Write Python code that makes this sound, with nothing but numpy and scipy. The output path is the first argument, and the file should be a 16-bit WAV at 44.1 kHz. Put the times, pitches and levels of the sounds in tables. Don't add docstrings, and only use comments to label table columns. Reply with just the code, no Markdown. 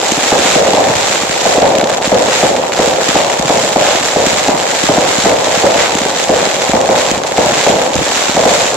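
import sys
import numpy as np
from scipy import signal
from scipy.fft import rfft, irfft
from scipy.io import wavfile
from scipy.ndimage import uniform_filter1d

SR = 44100
rng = np.random.default_rng(int(sys.argv[2]) if len(sys.argv) > 2 else 0)


def waveform_to_disk(signal):
    frames = np.transpose(np.atleast_2d(signal))
    scaled = np.clip(frames, -1, 1) * 32767
    samples = np.round(scaled).astype(np.int16)
    wavfile.write(sys.argv[1], SR, samples)


N = 386316
T = np.arange(N) / SR
STEREO = np.array([[1], [-1]])

# start in seconds, blast, low punch and echo levels in dB, hollow pitch in Hz,
# star fuse and its spread in seconds, crackle level in dB, its treble in dB relative to the crackle.
SHELL_BURSTS = [(-0.62, -2, -2, -9, 555, .7, .063, -19, 3), (-0.46, -2, -2, -9, 555, .74, .078, -17.5, .5),
                (-0.28, -2, -2, -8, 555, .76, .051, -15.5, 0),
                (0.319, -2.5, 0, -8, 561, .42, .083, -20, -1.5),
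                (0.555, -2, 0, -6, 542, .55, .12, -17.3, .5),
                (0.734, -2.5, -6, -12.5, 595, .72, .066, -19.5, 2),
                (0.774, -4.5, -8, -8, 588, .9, .11, -24, -6),
                (1.455, -4.5, -11, -8.5, 577, .69, .08, -22.5, -.5),
                (1.574, -3.5, -2, -11.5, 549, .78, .045, -18.5, -2),
                (1.621, 0, -3, -5.5, 556, .8, .052, -19, 1),
                (1.829, -6.5, -7, -16.5, 553, .78, .025, -21, -5.5),
                (2.118, 1, 0, -6, 537, .69, .057, -18.5, -.5),
                (2.428, -1.5, -2, -8, 523, .71, .09, -17.3, -1),
                (2.791, 0, -1, -8, 516, .78, .069, -17.5, 1),
                (3.155, -1.5, -3, -8.5, 611, .73, .05, -15.3, -1),
                (3.497, -.5, -2, -9, 568, .57, .017, -21, 3.5),
                (3.76, 0, 0, -7.5, 594, .52, .09, -16.8, .5), (4.161, -2, -2, -9, 529, .74, .15, -17.5, 0),
                (4.484, -2.5, 0, -10.5, 602, .74, .025, -20.5, 2),
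                (4.889, -2.5, 3, -8.5, 526, .67, .12, -18.7, 0),
                (4.976, -5, 2, -13, 560, .83, .035, -14, -4.5),
                (5.256, 1, -1, -5.5, 544, .76, .053, -19, -1),
                (5.471, -8, -20, -18, 592, .82, .155, -22.5, 2),
                (5.635, -4, -3, -6, 551, .79, .05, -17.8, -4),
                (5.752, -7.5, -14, -17, 523, .9, .066, -22.5, 0),
                (6.051, -10, -10, -25.5, 555, .91, .062, -21, .5),
                (6.293, -2.5, 0, -8, 526, .8, .048, -20.5, -2), (6.734, -1, 1, -7, 570, .68, .046, -21, 1),
                (6.89, -.5, -3.5, -8, 559, .73, .095, -16.7, -.5),
                (7.381, 1, 0, -8, 587, .84, .127, -17, .5), (7.665, -.5, -9, -7, 531, .92, .075, -18, .5),
                (8.368, -.5, -4, -7.5, 566, .72, .06, -18.5, 0),
                (8.454, 1, -2, -9.5, 556, .72, .06, -18.5, 0)]
# start in seconds, level in dB, offsets in dB for muzzle crack and boom.
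TUBE_SHOTS = [(0.118, -6.5, 9, -20), (0.389, -9, 0, -22), (0.685, -8, -4, -24), (0.897, -11, 2, -20),
              (1.232, -14, 4, -24), (1.784, -10.5, 7, -25), (2.073, -9.5, 4, -20), (2.509, -13, -7, -14),
              (2.873, -9, 4, -24), (3.088, -10, 8, -22), (3.394, -9, 4, -15), (3.573, -11, 0, -22),
              (3.95, -10.5, 0, -22), (4.266, -7.5, 3, -24), (4.481, -8, 0, -20), (4.836, -7.5, 5, -18),
              (5.182, -9, 2, -17), (5.573, -12, 4, -26), (5.951, -8, 4, -25), (6.359, -11.5, -4, -27),
              (6.692, -8, 1, -10), (7.113, -8.5, 5, -11), (7.46, -9, 5, -18), (7.695, -7.5, -9, -17),
              (7.954, -7, 4, 0), (8.292, -8.5, -4, -24), (8.515, -13, 0, -18)]
# delay in seconds, level in dB relative to the thump.
WALL_SLAPS = [(0.058, -6), (0.0645, -8), (0.111, -14), (0.142, -13), (0.207, -12)]
# start in seconds, level in dB, left minus right in dB.
NEAR_STARS = [(0.016, 0, -0.5), (0.841, 5, 0), (0.938, 6, 1), (0.966, 4, 0), (1.7823, 4, -2),
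              (1.7965, 3, 1), (1.801, 3, -1), (1.812, 2, 0), (1.8155, 2, 1), (1.8412, 3, 3),
              (1.8974, 10, -13), (1.9286, 3, 3), (1.935, 4, -2), (1.939, 5, 1), (1.944, 4, 2),
              (1.948, 3, -1), (1.971, 3, 1), (1.976, 2, -2), (1.982, 3, 0), (2.022, 3, 1), (2.027, 3, -1),
              (2.053, 4, -1.5), (2.057, 7, 0), (2.061, 2, 0), (2.736, 5, 0), (3.6621, 2, 1), (3.88, 2, 1),
              (4.0467, 6, -1.5), (4.0857, 12, -1), (5.9857, 8, 3), (6.096, 5, 0), (6.2407, 4, 3),
              (6.814, 4, 0), (7.0115, 3, 2), (7.322, 3, 0), (7.5193, 8, 2), (7.612, 9, -8), (7.817, 5, 0),
              (8.1148, 8, 10), (8.5375, 5, -0.5)]
# start in seconds, peak level in dB, pitch in Hz.
FAR_THUDS = [(0.680, -2, 600), (1.768, -6, 580), (1.815, -5, 620), (1.899, -5, 600), (1.983, -8, 680),
             (2.043, -4, 640), (2.321, -7, 600), (2.985, -6, 600), (5.542, -3, 600), (5.651, -2, 620),
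             (5.671, -2, 560), (7.317, -7, 520), (7.989, -6, 580)]

# frequency in Hz, relative level in dB.
BURST_CRACK = [(300, -6), (2000, 0), (5000, 0), (8000, 3), (10000, -5), (16000, -9)]
HOLLOW_ECHO = [(30, -58), (70, -16), (150, -13), (250, -10.3), (390, -7), (470, -2.5), (540, 2.2),
               (650, -1), (800, -4.2), (1000, -10.5), (1300, -24.5), (3000, -35), (12000, -47.5)]
LOW_THUMP = [(20, -28), (60, -7), (120, -9), (160, -1.5), (200, 1), (300, 0.5), (420, -9), (700, -18),
             (2000, -46)]
MUZZLE_CRACK = [(200, -20), (1000, -24.5), (2800, 4), (4500, -9), (7000, 4), (14000, -8)]
DEEP_BOOM = [(18, -32), (35, -22), (65, -4), (110, -10), (180, -8), (300, -24.5), (700, -43)]
STAR_SNAP = [(60, -34), (300, -1), (800, 2), (1500, 3), (2400, 3.2), (3000, 1.3), (3800, 2.3), (5000, -1.8),
             (6200, -.6), (7400, 2.8), (8200, 4.5), (11000, -4.3), (16000, -9)]
FAR_ROAR = [(25, -49), (60, -23.5), (120, -15.5), (200, -12.5), (380, -7.5), (480, -2), (550, -.8),
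            (640, -3), (800, -2.5), (1000, -8.3), (1400, -21), (4000, -32)]
WIND_RUMBLE = [(15, 2), (30, -3), (60, -3), (120, -25), (400, -20)]
HOLLOW_HZ = 555

# frequency in Hz, left minus right in dB.
PORT_BALANCE = [(100, 0), (1300, 0.2), (2500, -0.5), (3600, -2.5), (5500, -1), (7500, -3), (10000, 1.5)]
# frequency in Hz, gain in dB.
PHONE_RESPONSE = [(20, -9), (55, -2), (100, -2.5), (7400, 2.5), (8000, -6.5), (8600, -12), (9100, -29),
                  (9600, -14.5), (10300, -9), (12000, -11), (15000, -21.5)]


def shells(front_ratio=1.29, ground_ratio=.88, ground_s=.0071, crack_s=.0008):
    out, t, punch = np.zeros((2, N)), T[:2048], pressure_pulse()
    for start, db, punch_db, _, hz, *_ in SHELL_BURSTS:
        bearing, path, detune = rng.standard_normal(3)
        crack = colour(rng.standard_normal((2, len(t))) * np.exp(-t / crack_s), BURST_CRACK)
        add(out, start, undb(2 * db - 8) * crack)
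        add(out, start, undb(db + 6) * knock(hz * front_ratio, bearing, swell_s=.0011))
        bounce = start + ground_s * (1 + .05 * path)
        bounce_hz = hz * ground_ratio * (1 + .06 * detune)
        add(out, bounce, undb(db + 2) * knock(bounce_hz, bearing, swell_s=.0015))
        add(out, bounce - .001, undb(punch_db - .5) * punch)
    return out


def rolling_echo(rise_s=.007, near_s=.19, t60_s=1.15):
    out, age = np.zeros((2, N)), T[:3 * SR // 2]
    far = (1 + np.tanh((age - near_s) / .01)) / 2
    fade = (1 - np.exp(-age / rise_s)) * undb(.6 - .8 * far - 60 * age / t60_s)
    for start, _, _, db, hz, *_ in SHELL_BURSTS:
        echoes = diffuse(scatter(rate=1500, size=len(age)) * fade, apart_hz=594)
        spectrum = np.array(HOLLOW_ECHO) * [hz / HOLLOW_HZ, 1]
        add(out, start, undb(db) * colour(echoes, spectrum))
    return out


def launches(crack_s=.002, thump_lag_s=.0026, boom_t60_s=.28):
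    out, t, pulse = np.zeros((2, N)), T[:SR // 2], pressure_pulse()
    for start, db, muzzle_db, boom_db in TUBE_SHOTS:
        gas = rng.standard_normal((2, len(t)))
        crack = colour(gas * np.exp(-t / crack_s), MUZZLE_CRACK)
        boom = colour(diffuse(gas, apart_hz=70) * undb(-60 * t / boom_t60_s), DEEP_BOOM)
        add(out, start, undb(db + muzzle_db - 2) * crack)
        add(out, start, undb(db + boom_db - 5) * boom)
        speed = np.exp(.12 * rng.standard_normal())
        push = undb(db + 3.5) * pulse
        thump = np.interp(t * speed, T[:len(push)], push, right=0)
        slap = np.interp(t * speed * .88, T[:len(push)], push, right=0)
        add(out, start + thump_lag_s, thump)
        for delay_s, wall_db in WALL_SLAPS:
            shift_s = .002 * rng.standard_normal()
            add(out, start + thump_lag_s + delay_s + shift_s, undb(wall_db) * slap)
    return out


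def star_clouds(stray_db=-27, late_stretch=1.68):
    power = np.full((2, N), undb(stray_db) ** 2)
    for start, *_, fuse_s, spread_s, db, bright_db in SHELL_BURSTS:
        late = T - start - fuse_s
        width = spread_s * np.where(late > 0, late_stretch, 1)
        cloud = (T > start) * np.exp(-(late / width) ** 2 / 2)
        power += cloud * undb([[db], [db + bright_db]]) ** 2
    return 10 * np.log10(power)


def crackle(level_db, treble_db, gain_db=4.5, wash_s=.043, max_stars=16000):
    density = undb(1.4 * (treble_db - np.mean(treble_db)))
    rate = 520 * density * undb(.8 * walk(rate=30))
    at = np.searchsorted(np.cumsum(rate) / SR, np.cumsum(rng.exponential(size=max_stars)))
    at = at[at < N]
    strength, lean = rng.standard_normal((2, len(at)))
    size = undb(7 * np.minimum(strength, 1.5))
    direct = unit(snaps(at, size, pan_db=5 * lean) / np.sqrt(density))
    decay = np.exp(-1 / (wash_s * SR))
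    lingering = signal.lfilter([1 - decay], [1, -decay], np.mean(direct ** 2, axis=0))
    wash = rng.standard_normal((2, N)) * np.sqrt(lingering) * undb(-1.9)
    cloud = unit(colour(direct + wash, STAR_SNAP))
    treble = signal.sosfiltfilt(signal.butter(2, 4000, "high", fs=SR, output="sos"), cloud)
    return (cloud - treble) * undb(level_db + gain_db) + treble * undb(treble_db + gain_db)


def near_stars(gain_db=5.5):
    start, db, pan_db = np.transpose(NEAR_STARS)
    return colour(snaps(start * SR, undb(db + gain_db), pan_db), STAR_SNAP)


def far_thuds():
    out = np.zeros((2, N))
    for start, db, hz in FAR_THUDS:
        add(out, start, undb(db) * knock(hz, bearing=rng.standard_normal(), swell_s=.0014))
    return out


def far_roar(level_db=-16.6):
    echoes = diffuse(scatter(rate=900), apart_hz=556)
    return colour(echoes, FAR_ROAR) * undb(level_db + .4 * walk(rate=22))


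def breeze(level_db=-38.5):
    return colour(rng.standard_normal((2, N)), WIND_RUMBLE) * undb(level_db + 1.4 * walk(rate=5))


def knock(hz, bearing, swell_s):
    age = np.maximum(T[:2048] - .00007 * (bearing * STEREO + 2), 0)
    return -np.sin(2 * np.pi * hz * age) * age / swell_s * np.exp(1 - age / swell_s)


def pressure_pulse():
    pulse = signal.lfilter(*signal.butter(1, 70, "high", fs=SR), response(LOW_THUMP))
    return -pulse / np.abs(pulse).max()


def snaps(at, size, pan_db, lag_s=.00006, ring_s=.00025):
    suction_lag = rng.uniform(.00012, .00052, len(at)) * SR
    reflection_lag = suction_lag + rng.uniform(0, .002, len(at)) * SR
    port_lag = rng.uniform(-lag_s, lag_s, len(at)) * SR
    ring_hz = rng.uniform(1200, 8500, (len(at), 1))
    k = np.arange(int(4 * ring_s * SR))
    ring = .17 * np.sin(2 * np.pi * ring_hz * k / SR) * np.exp(-k / (ring_s * SR))
    out = np.zeros((2, N + 1))
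    for port, sign in zip(out, (1, -1)):
        start, gain = at + sign * port_lag, size * undb(sign * pan_db / 2)
        for lag, share in ((0, 1), (suction_lag, -.4), (reflection_lag, .25)):
            np.add.at(port, np.clip(start + lag, 0, N).astype(int), share * gain)
        np.add.at(port, np.clip(start[:, None] + k, 0, N).astype(int), gain[:, None] * ring)
    return out[:, :N]


def scatter(rate, size=N):
    share = rate / SR
    return rng.standard_normal((2, size)) * (rng.random((2, size)) < share) / np.sqrt(share)


def diffuse(pair, apart_hz):
    low, high = (signal.butter(1, apart_hz, kind, fs=SR) for kind in ("low", "high"))
    side = signal.lfilter(*high, pair[1])
    mid = pair[0] + (np.sqrt(2) - 1) * signal.lfilter(*low, pair[0])
    return (mid + side * STEREO) / np.sqrt(2)


def walk(rate):
    hold = int(SR / rate)
    return uniform_filter1d(rng.standard_normal(N // hold + 1)[np.arange(N) // hold], hold)


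def undb(db):
    return 10 ** (np.asarray(db) / 20)


def unit(x):
    return x / np.sqrt(np.mean(x ** 2))


def response(points, size=2048):
    hz, db = np.transpose(points)
    bins = np.maximum(np.arange(size // 2 + 1) * SR / size, 1)
    gain = undb(np.interp(np.log(bins), np.log(hz), db))
    cepstrum = irfft(np.log(gain))
    cepstrum[1:size // 2] *= 2
    cepstrum[size // 2 + 1:] = 0
    return irfft(np.exp(rfft(cepstrum)))


def through(x, ir):
    return signal.fftconvolve(np.atleast_2d(x), np.atleast_2d(ir), axes=1)[:, :np.shape(x)[-1]]


def colour(x, points):
    ir = response(points)
    return through(x, ir / np.linalg.norm(ir))


def add(out, start_s, sound):
    i = int(start_s * SR)
    part = sound[..., max(-i, 0):max(N - i, 0)]
    out[..., max(i, 0):max(i, 0) + part.shape[-1]] += part


def overload(x, ceiling, hardness):
    return x / (1 + (x / ceiling) ** hardness) ** (1 / hardness)


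def scene():
    bangs = launches() + shells() + rolling_echo()
    stars = crackle(*star_clouds()) + near_stars()
    return bangs + stars + far_thuds() + far_roar() + breeze()


def record(dry, top_hz=15700):
    hz, balance_db = np.transpose(PORT_BALANCE)
    ports = np.array([response(np.c_[hz, sign * balance_db / 2]) for sign in (1, -1)])
    x = overload(through(dry, ports), ceiling=.83, hardness=6)
    x = overload(through(x, response(PHONE_RESPONSE)), ceiling=.93, hardness=12)
    return signal.sosfilt(signal.ellip(8, .2, 70, top_hz, fs=SR, output="sos"), x)


dry = scene()
out = record(dry)
waveform_to_disk(out)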